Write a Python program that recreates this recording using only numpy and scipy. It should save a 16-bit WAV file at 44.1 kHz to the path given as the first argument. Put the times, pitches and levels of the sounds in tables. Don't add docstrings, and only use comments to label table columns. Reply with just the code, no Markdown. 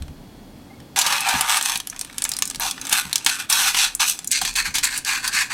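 import sys
import numpy as np
from scipy import signal
from scipy.fft import rfft, irfft
from scipy.io import wavfile
from scipy.ndimage import uniform_filter1d, map_coordinates

SR = 44100
rng = np.random.default_rng(int(sys.argv[2]) if len(sys.argv) > 2 else 0)


def wav_out(sig):
    wavfile.write(sys.argv[1], SR, np.round(np.clip(np.atleast_2d(sig).T, -1, 1) * 32767).astype(np.int16))


N = 243873
TIME = np.arange(N) / SR
CUTOFF_HZ = 16300

# frequency in Hz, relative level in dB.
ROOM_SPECTRUM = [(25, -18), (60, -4), (130, 0), (200, -1), (275, 3), (350, -7), (550, -11), (780, -12.5),
                 (1200, -20), (2500, -24.5), (4500, -26.5), (7000, -30.5), (16000, -34)]
# pitch in Hz, RMS level in dB.
WHINE_TONES = [(3300, -73), (3348, -67), (4151, -74), (4301, -70), (4700, -72)]
# start in seconds, strength in dB, low-pass in Hz.
MAT_BUMPS = [(0.004, -17.5, 76), (0.081, -19, 69.6), (1.339, -15.5, 300), (2.558, -34, 300),
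             (3.051, -25, 200), (4.419, -27, 200), (4.674, -24.5, 150), (4.838, -47, 250)]
# pitch in Hz, gain in dB, 60 dB decay in seconds.
WORKTOP_MODES = [(37.5, -19, 0.23), (74, -3.5, 0.16), (144, -5.5, 0.26), (192, 5, 0.086),
                 (250.5, 1.5, 0.087)]
# time in seconds, level in dB.
ARM_TREMBLE = [(0, -40), (1.2, -75), (1.4, -50.5), (2.4, -47.5), (3.3, -58), (3.75, -39.5), (4.3, -58),
               (4.5, -35.5), (4.85, -37.5), (5.1, -49)]
# start in seconds, level in dB, body in dB relative to that level,
# pitch of the foil facet in Hz.
CREASE_SNAPS = [(0.0222, -41.5, -2.5, 3970), (0.081, -51.5, 4.5, 3900), (0.802, -51, 3, 5240),
                (0.9608, -29, 5.5, 2900), (0.9887, -9, -10, 7340), (1.0143, -10.5, -13, 4100),
                (1.064, -12, -3.5, 4370), (1.124, -15.5, -4.5, 4400), (1.206, -16.5, -14, 10800),
                (1.2876, -12.5, -23, 3470), (1.4092, -9, -8, 10800), (1.5714, -12, -13, 8900),
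                (1.611, -17.5, -2.5, 2900), (1.6258, -15, -15, 7900), (1.7565, -15.5, -3, 4000),
                (1.774, -19, -15, 11100), (1.801, -20, -9, 3140), (1.872, -21.5, -12, 11400),
                (1.899, -22, -45, 6260), (1.9626, -32, -2, 6100), (1.9928, -22.5, -19, 8470),
                (2.012, -18.5, -10.5, 10500), (2.0477, -30, -6, 9500), (2.182, -18, -12, 10600),
                (2.221, -16.5, -11, 8500), (2.2403, -13.5, -39, 8000), (2.251, -19, -4, 6600),
                (2.2916, -18, -24, 9300), (2.317, -18, -13, 7520), (2.3366, -22.5, -28, 4700),
                (2.3665, -21.5, -20, 6270), (2.388, -20, -15, 9700), (2.4226, -12.5, -9.5, 6100),
                (2.4544, -22.5, -20, 9100), (2.4757, -24, -25, 7100), (2.4997, -22, -13, 8300),
                (2.51, -28.5, -8, 3320), (2.547, -28.5, -4.5, 4540), (2.558, -26.5, -16, 5900),
                (2.598, -22.5, -29, 13000), (2.7108, -19.5, -12, 4770), (2.814, -26, -18, 6300),
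                (2.8518, -29, -10, 6000), (2.869, -26.5, -10, 7550), (2.895, -22.5, -14, 8550),
                (2.9263, -11, -5.5, 9350), (2.929, -12, -12, 2400), (3.1292, -12.5, -14, 3900),
                (3.1574, -8.5, -14.5, 5900), (3.1804, -21.5, -21, 4970), (3.247, -21, -16.5, 8000),
                (3.2625, -7.5, -4.5, 3700), (3.2932, -14, -6.5, 4130), (3.4988, -11, -18, 8400),
                (3.5249, -6.5, -18, 5750), (3.6704, -16, -6.5, 3600), (3.7457, -14, 0.5, 3450),
                (3.95, -12.5, -30, 9300), (4.004, -11, -11, 4800), (4.19, -22, -13, 7460),
                (4.245, -24, -14, 9000), (4.274, -15.5, -32, 6840), (4.3142, -8.5, -41, 7900),
                (4.415, -14.5, -11, 2820), (4.45, -15.5, -3.5, 3600), (4.539, -31, -20, 9000),
                (4.5606, -14.5, -13, 3300), (4.754, -13.5, -8.5, 3300), (4.769, -22, -12, 3500),
                (4.783, -14, -9, 3580), (4.8419, -10.5, -23, 7650), (4.976, -16, -21, 9400),
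                (5.0487, -21, -22, 4940), (5.2773, -14.5, -22, 4300)]
# frequency in Hz, relative level in dB.
CRACK_SPECTRUM = [(1500, -41), (3200, 2), (6000, 3), (9500, 3.5), (12000, -2), (16000, -12)]
BODY_SPECTRUM = [(350, -14), (620, -17), (820, -7.5), (1150, -6), (1650, -8.5), (3000, -0.5), (4500, -12.5),
                 (9000, -40)]
# pitch in Hz, width in Hz, gain in dB.
FLAT_HOLLOW_MODES = [(777, 66, 3), (918, 107, -2), (1225, 62, -6.5), (1720, 190, 5), (2261, 44, 1.5),
                     (2700, 79, -33), (3560, 230, -8), (4400, 100, -37.5), (6260, 160, -36.5)]
TIPPED_HOLLOW_MODES = [(790, 50, -18), (1020, 66, -6), (1796, 150, 3.5), (2130, 99, -10), (2210, 180, 0),
                       (3610, 100, -6), (4660, 320, -7), (6940, 160, -3), (7940, 200, -31)]
# start in seconds, peak level in dB, pitch in Hz.
GRIP_SQUEAKS = [(0.698, -47, 2100), (0.706, -42, 780), (0.731, -50, 2190), (0.764, -55, 2150)]
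# time in seconds, hiss level in dB.
LIGHT_CONTACT = [(0.94, -90), (0.99, -39), (1.72, -48), (1.84, -50), (1.92, -45.5), (2.15, -43.5),
                 (2.26, -37.5), (2.57, -50.5), (2.76, -45), (2.9, -34.5), (3.07, -33.5), (3.22, -39),
                 (3.47, -60), (3.89, -33), (3.98, -47), (4.15, -39.5), (4.27, -47.5), (5.5, -52)]
# start, rise and length in seconds, mid-stroke hiss in dB,
# swell across the stroke in dB, then rasp and low ring in dB relative to the hiss.
FOIL_STROKES = [(0.959, 0.006, 0.061, -21.5, 3, -6.5, -5.5), (1.027, 0.025, 0.14, -20, 5, -0.5, -4),
                (1.18, 0.017, 0.067, -26.5, 0.5, 3.5, -6.5), (1.24, 0.027, 0.15, -21, -3, 2.5, 0.5),
                (1.399, 0.02, 0.091, -26.5, 4.5, 2, 0.5), (1.476, 0.02, 0.094, -15, -1, -1, -7.5),
                (1.627, 0.037, 0.11, -15.5, -8.5, -6, -13), (2.595, 0.015, 0.079, -21.5, 3, -8.5, -9.5),
                (2.908, 0.0094, 0.083, -18.5, 4.5, -2, -13.5), (3.261, 0.0025, 0.095, -20, -7, -3.5, -23),
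                (3.38, 0.021, 0.02, -23, 3.5, 1.5, -15), (3.489, 0.015, 0.2, -14, 5, -4, -13),
                (3.723, 0.068, 0.13, -10.5, -1.5, -6, -17), (3.993, 0.0093, 0.035, -13, 2, -1, -9.5),
                (4.043, 0.035, 0.055, -10.5, 0, -19, -32), (4.308, 0.004, 0.073, -14.5, -4.5, -12.5, -31),
                (4.401, 0.0046, 0.082, -22.5, 8, -18, -14), (4.553, 0.004, 0.042, -14, 0, -3.5, -17),
                (4.645, 0.0063, 0.021, -18.5, -2.5, -1.5, -12), (4.739, 0.0046, 0.05, -22, -8, -7, -16),
                (4.828, 0.0035, 0.043, -17, -4, -2, -16.5), (4.884, 0.037, 0.081, -23, 5.5, -6.5, -15),
                (5.045, 0.043, 0.14, -18.5, -9.5, -3, -11.5),
                (5.225, 0.025, 0.047, -22.5, -2.5, -1.5, -3.5), (5.309, 0.043, 0.11, -19, 3.5, 0, -11.5),
                (5.495, 0.018, 0.045, -22.5, -5, -0.5, -7.5)]
# time in seconds, spread of the force in dB.
CATCH_SPREAD = [(1.0, 2), (1.75, 5.5), (2.3, 5.5), (2.65, 3.5), (3.1, 6), (3.6, 1.5), (4.4, 5), (5.3, 2.5)]
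# frequency in Hz, relative level in dB.
FLAT_SPECTRUM = [(240, -62), (400, -1.5), (474, -12.5), (553, -4.5), (676, -7.5), (777, 1), (935, 2),
                 (1070, -0.5), (1600, -8.5), (2050, -10), (2290, -7.5), (4650, -2.5), (9180, -2.5),
                 (15000, -10), (16000, -31)]
TIPPED_SPECTRUM = [(240, -81.5), (400, -48), (616, -25), (789, -6), (1440, -5), (1630, 5.5), (1960, -5),
                   (2360, -3.5), (2970, -9.5), (3930, -10), (4440, -1), (5270, -9.5), (7750, -6),
                   (13900, -21.5), (16000, -30)]
# time in seconds, treble gain in dB.
EDGE_SPARKLE = [(1.0, -2), (1.7, 2), (2.65, -1.5), (3.0, 5), (3.3, -8), (3.52, 4.5), (3.68, 1), (3.82, -7),
                (4.0, -5.5), (4.1, 6), (4.35, -6), (4.6, 6.5), (5.4, 4)]
# start in seconds, level
# in dB, low-pass in Hz.
BUTTER_SMACKS = [(1.927, -28.5, 2500), (1.949, -39, 2500), (2.098, -32, 3000), (2.256, -27, 1780),
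                 (2.598, -26.5, 1480), (2.778, -28, 5000), (4.415, -16.5, 1140)]


def from_db(db):
    return 10 ** (np.asarray(db) / 20)


def rms_one(x):
    return x / np.sqrt(np.mean(x ** 2) + 1e-20)


def automation(rows):
    return np.interp(TIME, *np.transpose(rows))


def drift(per_s):
    points, coarse = rng.standard_normal(N // 50), TIME[::20]
    wobble = map_coordinates(points, [coarse * per_s], order=2, mode="nearest")
    return rms_one(np.interp(TIME, coarse, wobble))


def band(x, edges_hz, kind, order=3):
    sections = signal.butter(order, np.clip(edges_hz, 10, .45 * SR), kind, fs=SR, output="sos")
    return signal.sosfilt(sections, x)


def resonate(x, hz, width_hz):
    r = np.exp(-np.pi * width_hz / SR)
    feedback = [1, -2 * r * np.cos(2 * np.pi * hz / SR), r * r]
    return signal.lfilter(np.array([1, 0, -1]) * (1 - r * r) / 2, feedback, x + 1e-18)


def colour(x, spectrum, size=4096):
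    hz, level_db = np.transpose(spectrum)
    grid = np.maximum(np.arange(size // 2 + 1) * SR / size, 1)
    cepstrum = irfft(np.log(from_db(np.interp(np.log(grid), np.log(hz), level_db))))
    cepstrum[1:size // 2] *= 2
    cepstrum[size // 2 + 1:] = 0
    pulse = irfft(np.exp(rfft(cepstrum)))
    return signal.fftconvolve(x, pulse / np.linalg.norm(pulse))[:len(x)]


def add(track, start_s, sound):
    start = max(int(start_s * SR), 0)
    track[start:start + len(sound)] += sound[:N - start]


def room_tone(level_db=-43):
    return from_db(level_db) * colour(rng.standard_normal(N), ROOM_SPECTRUM)


def whine():
    return sum(from_db(level_db) * np.sqrt(2) * np.sin(2 * np.pi * hz * TIME + .5 * drift(6.3))
               for hz, level_db in WHINE_TONES)


def worktop(tremble_hz=34, squash_s=0.0048):
    bumps, t = np.zeros(N), TIME[:SR // 2]
    for start_s, strength_db, dull_hz in MAT_BUMPS:
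        ring = sum(from_db(db + 2 * rng.standard_normal() - 60 * t / t60) * np.sin(2 * np.pi * hz * t)
                   for hz, db, t60 in WORKTOP_MODES)
        attack = 1 - np.exp(-t / squash_s)
        add(bumps, start_s, from_db(strength_db) * band(ring * attack, dull_hz, "low", order=2))
    tremble = band(resonate(rng.standard_normal(N), tremble_hz, width_hz=7), 36, "low")
    return bumps + from_db(automation(ARM_TREMBLE)) * rms_one(tremble)


def snaps(hiss_db, free_t60=0.018, dragged_t60=0.059, full_drag_db=-23, crack_t60=0.0014):
    sharp, dull, t = np.zeros(N), np.zeros(N), TIME[:SR // 10]
    span = np.sqrt(SR / 100)
    for start_s, level_db, body_db, hz in CREASE_SNAPS + crinkles(hiss_db):
        drag = min(from_db(hiss_db[int(start_s * SR)] - full_drag_db), 1)
        t60 = free_t60 + (dragged_t60 - free_t60) * drag ** 2
        rattle, knock = rng.standard_normal((2, len(t)))
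        spike = from_db(10 - 60 * t / crack_t60) * crack_t60 / t60
        crack = colour(rattle * (spike + from_db(-60 * t / t60)), CRACK_SPECTRUM, size=512)
        low_cut_hz = hz * np.clip(body_db / -38, .25, .75)
        crack = band(ringing_facets(crack, hz), low_cut_hz, "high", order=4)
        body = knock * from_db(-60 * t / (t60 + 0.002))
        add(sharp, start_s, from_db(level_db) * span * crack / np.linalg.norm(crack))
        add(dull, start_s, from_db(level_db + body_db) * span * body / np.linalg.norm(body))
    return sharp + from_db(-1.5) * hollow(colour(dull, BODY_SPECTRUM), FLAT_HOLLOW_MODES)


def ringing_facets(crack, hz):
    pitches = np.minimum(hz * rng.uniform(0.58, 2.05, size=3), CUTOFF_HZ)
    neighbours = sum(resonate(crack, pitch, width_hz=450) for pitch in pitches)
    return crack + from_db(2.5) * resonate(crack, hz, width_hz=900) + from_db(-17) * neighbours


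def hollow(x, modes):
    return x + sum(from_db(gain_db) * resonate(x, hz, width) for hz, width, gain_db in modes)


def echoes(x, t60, delay_s, top_hz):
    t = TIME[:SR // 2]
    tail = rng.standard_normal(len(t)) * from_db(-60 * t / t60) * (t > delay_s)
    tail = band(tail, top_hz, "low", order=1)
    return signal.fftconvolve(x, tail / np.linalg.norm(tail))[:N]


def pot_wall(x, paths=4):
    weights = np.array([drift(9) for _ in range(paths)])
    weights /= np.linalg.norm(weights, axis=0)
    return sum(weight * echoes(x, t60=0.058, delay_s=0.00085, top_hz=9000) for weight in weights)


def squeaks(length_s=0.023, sag=.02):
    out, progress = np.zeros(N), np.linspace(0, 1, int(length_s * SR))
    for start_s, level_db, hz in GRIP_SQUEAKS:
        phase = 2 * np.pi * hz * np.cumsum(1 + sag * (.5 - progress)) / SR
        add(out, start_s, from_db(level_db) * np.sin(np.pi * progress) * np.sin(phase))
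    return out


def stroke_envelopes(release_db_per_s=378, press_lag_s=0.004):
    contact_db = automation(LIGHT_CONTACT)
    power = from_db([contact_db, contact_db - 1.5, contact_db - 10]) ** 2
    for start_s, rise_s, length_s, hiss_db, swell_db, rasp_db, low_db in FOIL_STROKES:
        t = TIME[:int((length_s + .25) * SR)]
        ramp_db = swell_db * (np.minimum(t / length_s, 1) - .5)
        release_db = release_db_per_s * np.maximum(t - length_s, 0)
        stroke = from_db(hiss_db + ramp_db - release_db)
        for track, layer_db, lag_s in zip(power, (0, rasp_db, low_db), (0, press_lag_s, press_lag_s)):
            attack = np.minimum(t / (rise_s + lag_s), 1)
            add(track, start_s, (from_db(layer_db) * stroke * attack) ** 2)
    return 10 * np.log10(power)


def levelled(x, window):
    return x / np.sqrt(uniform_filter1d(x ** 2, size=window) + 1e-9)


def slips(per_s=9000, clumping=0.37):
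    ticks = (rng.random(N) < per_s / SR) * rng.choice([-1, 1], N)
    catch = np.minimum(rng.exponential(1, N), 5) + clumping * drift(260)
    return levelled(ticks * from_db(automation(CATCH_SPREAD) * catch), window=1300)


def palm_echo(x, gain=0.16, delay_s=0.000881):
    lag_s = delay_s * np.exp(0.265 * drift(7))
    return x + gain * map_coordinates(x, [(TIME - lag_s) * SR], order=3)


def wavering_facets(x, count=16, ring_db=-2, waver_db=6):
    pitches = np.geomspace(1300, 10500, count) * np.exp(0.079 * rng.standard_normal(count))
    rings = (resonate(x, hz, width_hz=230 * np.sqrt(hz / 4000)) for hz in pitches)
    return x + sum(from_db(ring_db + waver_db * np.tanh(drift(8))) * ring for ring in rings)


def sparkle(x, corner_hz=10000):
    top = band(band(x, corner_hz, "high", order=2), corner_hz, "high", order=2)
    rest = band(band(x, corner_hz, "low", order=2), corner_hz, "low", order=2)
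    return rest + from_db(automation(EDGE_SPARKLE)) * top


def scrape(hiss_db, rasp_db, low_db, tip_at_s=4.25, crossfade_s=0.1, flutter_db=1.18):
    force = wavering_facets(palm_echo(slips()))
    flat = rms_one(hollow(colour(force, FLAT_SPECTRUM), FLAT_HOLLOW_MODES))
    tipped = rms_one(hollow(colour(force, TIPPED_SPECTRUM), TIPPED_HOLLOW_MODES))
    tilt = np.clip((TIME - tip_at_s) / crossfade_s, 0, 1)
    friction = (1 - tilt) * flat + tilt * tipped
    hiss = sparkle(band(friction, 2760, "high", order=5))
    rasp = band(friction, [1300, 3200], "band", order=4)
    low_ring = band(band(friction, 1113, "low", order=5), 620, "high")
    return sum(levelled(layer, window=4000) * from_db(level_db + flutter_db * drift(45))
               for layer, level_db in [(hiss, hiss_db), (rasp, rasp_db), (low_ring, low_db)])


def crinkles(hiss_db, per_s=14, below_hiss_db=6.5, body_db=-7.5, low_hz=2950, high_hz=10800):
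    when, size, pitch = rng.random((int(per_s * N / SR), 3)).T
    level_db = hiss_db[(when * N).astype(int)] - below_hiss_db + (size - .5)
    pitch_hz = low_hz * (high_hz / low_hz) ** pitch
    return [(start_s, db, body_db, hz) for start_s, db, hz in zip(when * N / SR, level_db, pitch_hz)]


def smacks(t60=0.032, low_cut_hz=700):
    out, t = np.zeros(N), TIME[:SR // 10]
    for start_s, level_db, dull_hz in BUTTER_SMACKS:
        puff = band(band(rng.standard_normal(len(t)), dull_hz, "low"), low_cut_hz, "high")
        add(out, start_s, from_db(level_db - 60 * t / t60) * rms_one(puff))
    return hollow(out, FLAT_HOLLOW_MODES)


def gain_control(x, threshold_db=-28, slope=0.46, attack_s=0.076, release_db_per_s=9):
    r = np.exp(-1 / (attack_s * SR))
    level_db = 10 * np.log10(signal.lfilter([1 - r], [1, -r], x * x) + 1e-9)
    release_db = release_db_per_s * TIME
    held_db = np.maximum.accumulate(level_db + release_db, axis=-1) - release_db
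    return x * from_db(-slope * np.maximum(held_db - threshold_db, 0))


def scene():
    hiss_db, rasp_db, low_db = stroke_envelopes()
    rubbing = from_db(0.04) * scrape(hiss_db, rasp_db, low_db) + snaps(hiss_db) + smacks() + squeaks()
    in_pot = from_db(-12.5) * pot_wall(rubbing)
    in_room = from_db(-17) * echoes(rubbing, t60=0.23, delay_s=0.0061, top_hz=7500)
    return (rubbing + in_pot + in_room + room_tone() + whine() + worktop())[None]


def record(dry):
    clipped = np.clip(gain_control(dry), -.95, .95)
    return signal.sosfilt(signal.ellip(10, .1, 80, CUTOFF_HZ, fs=SR, output="sos"), clipped)


dry = scene()
out = record(dry)
wav_out(out)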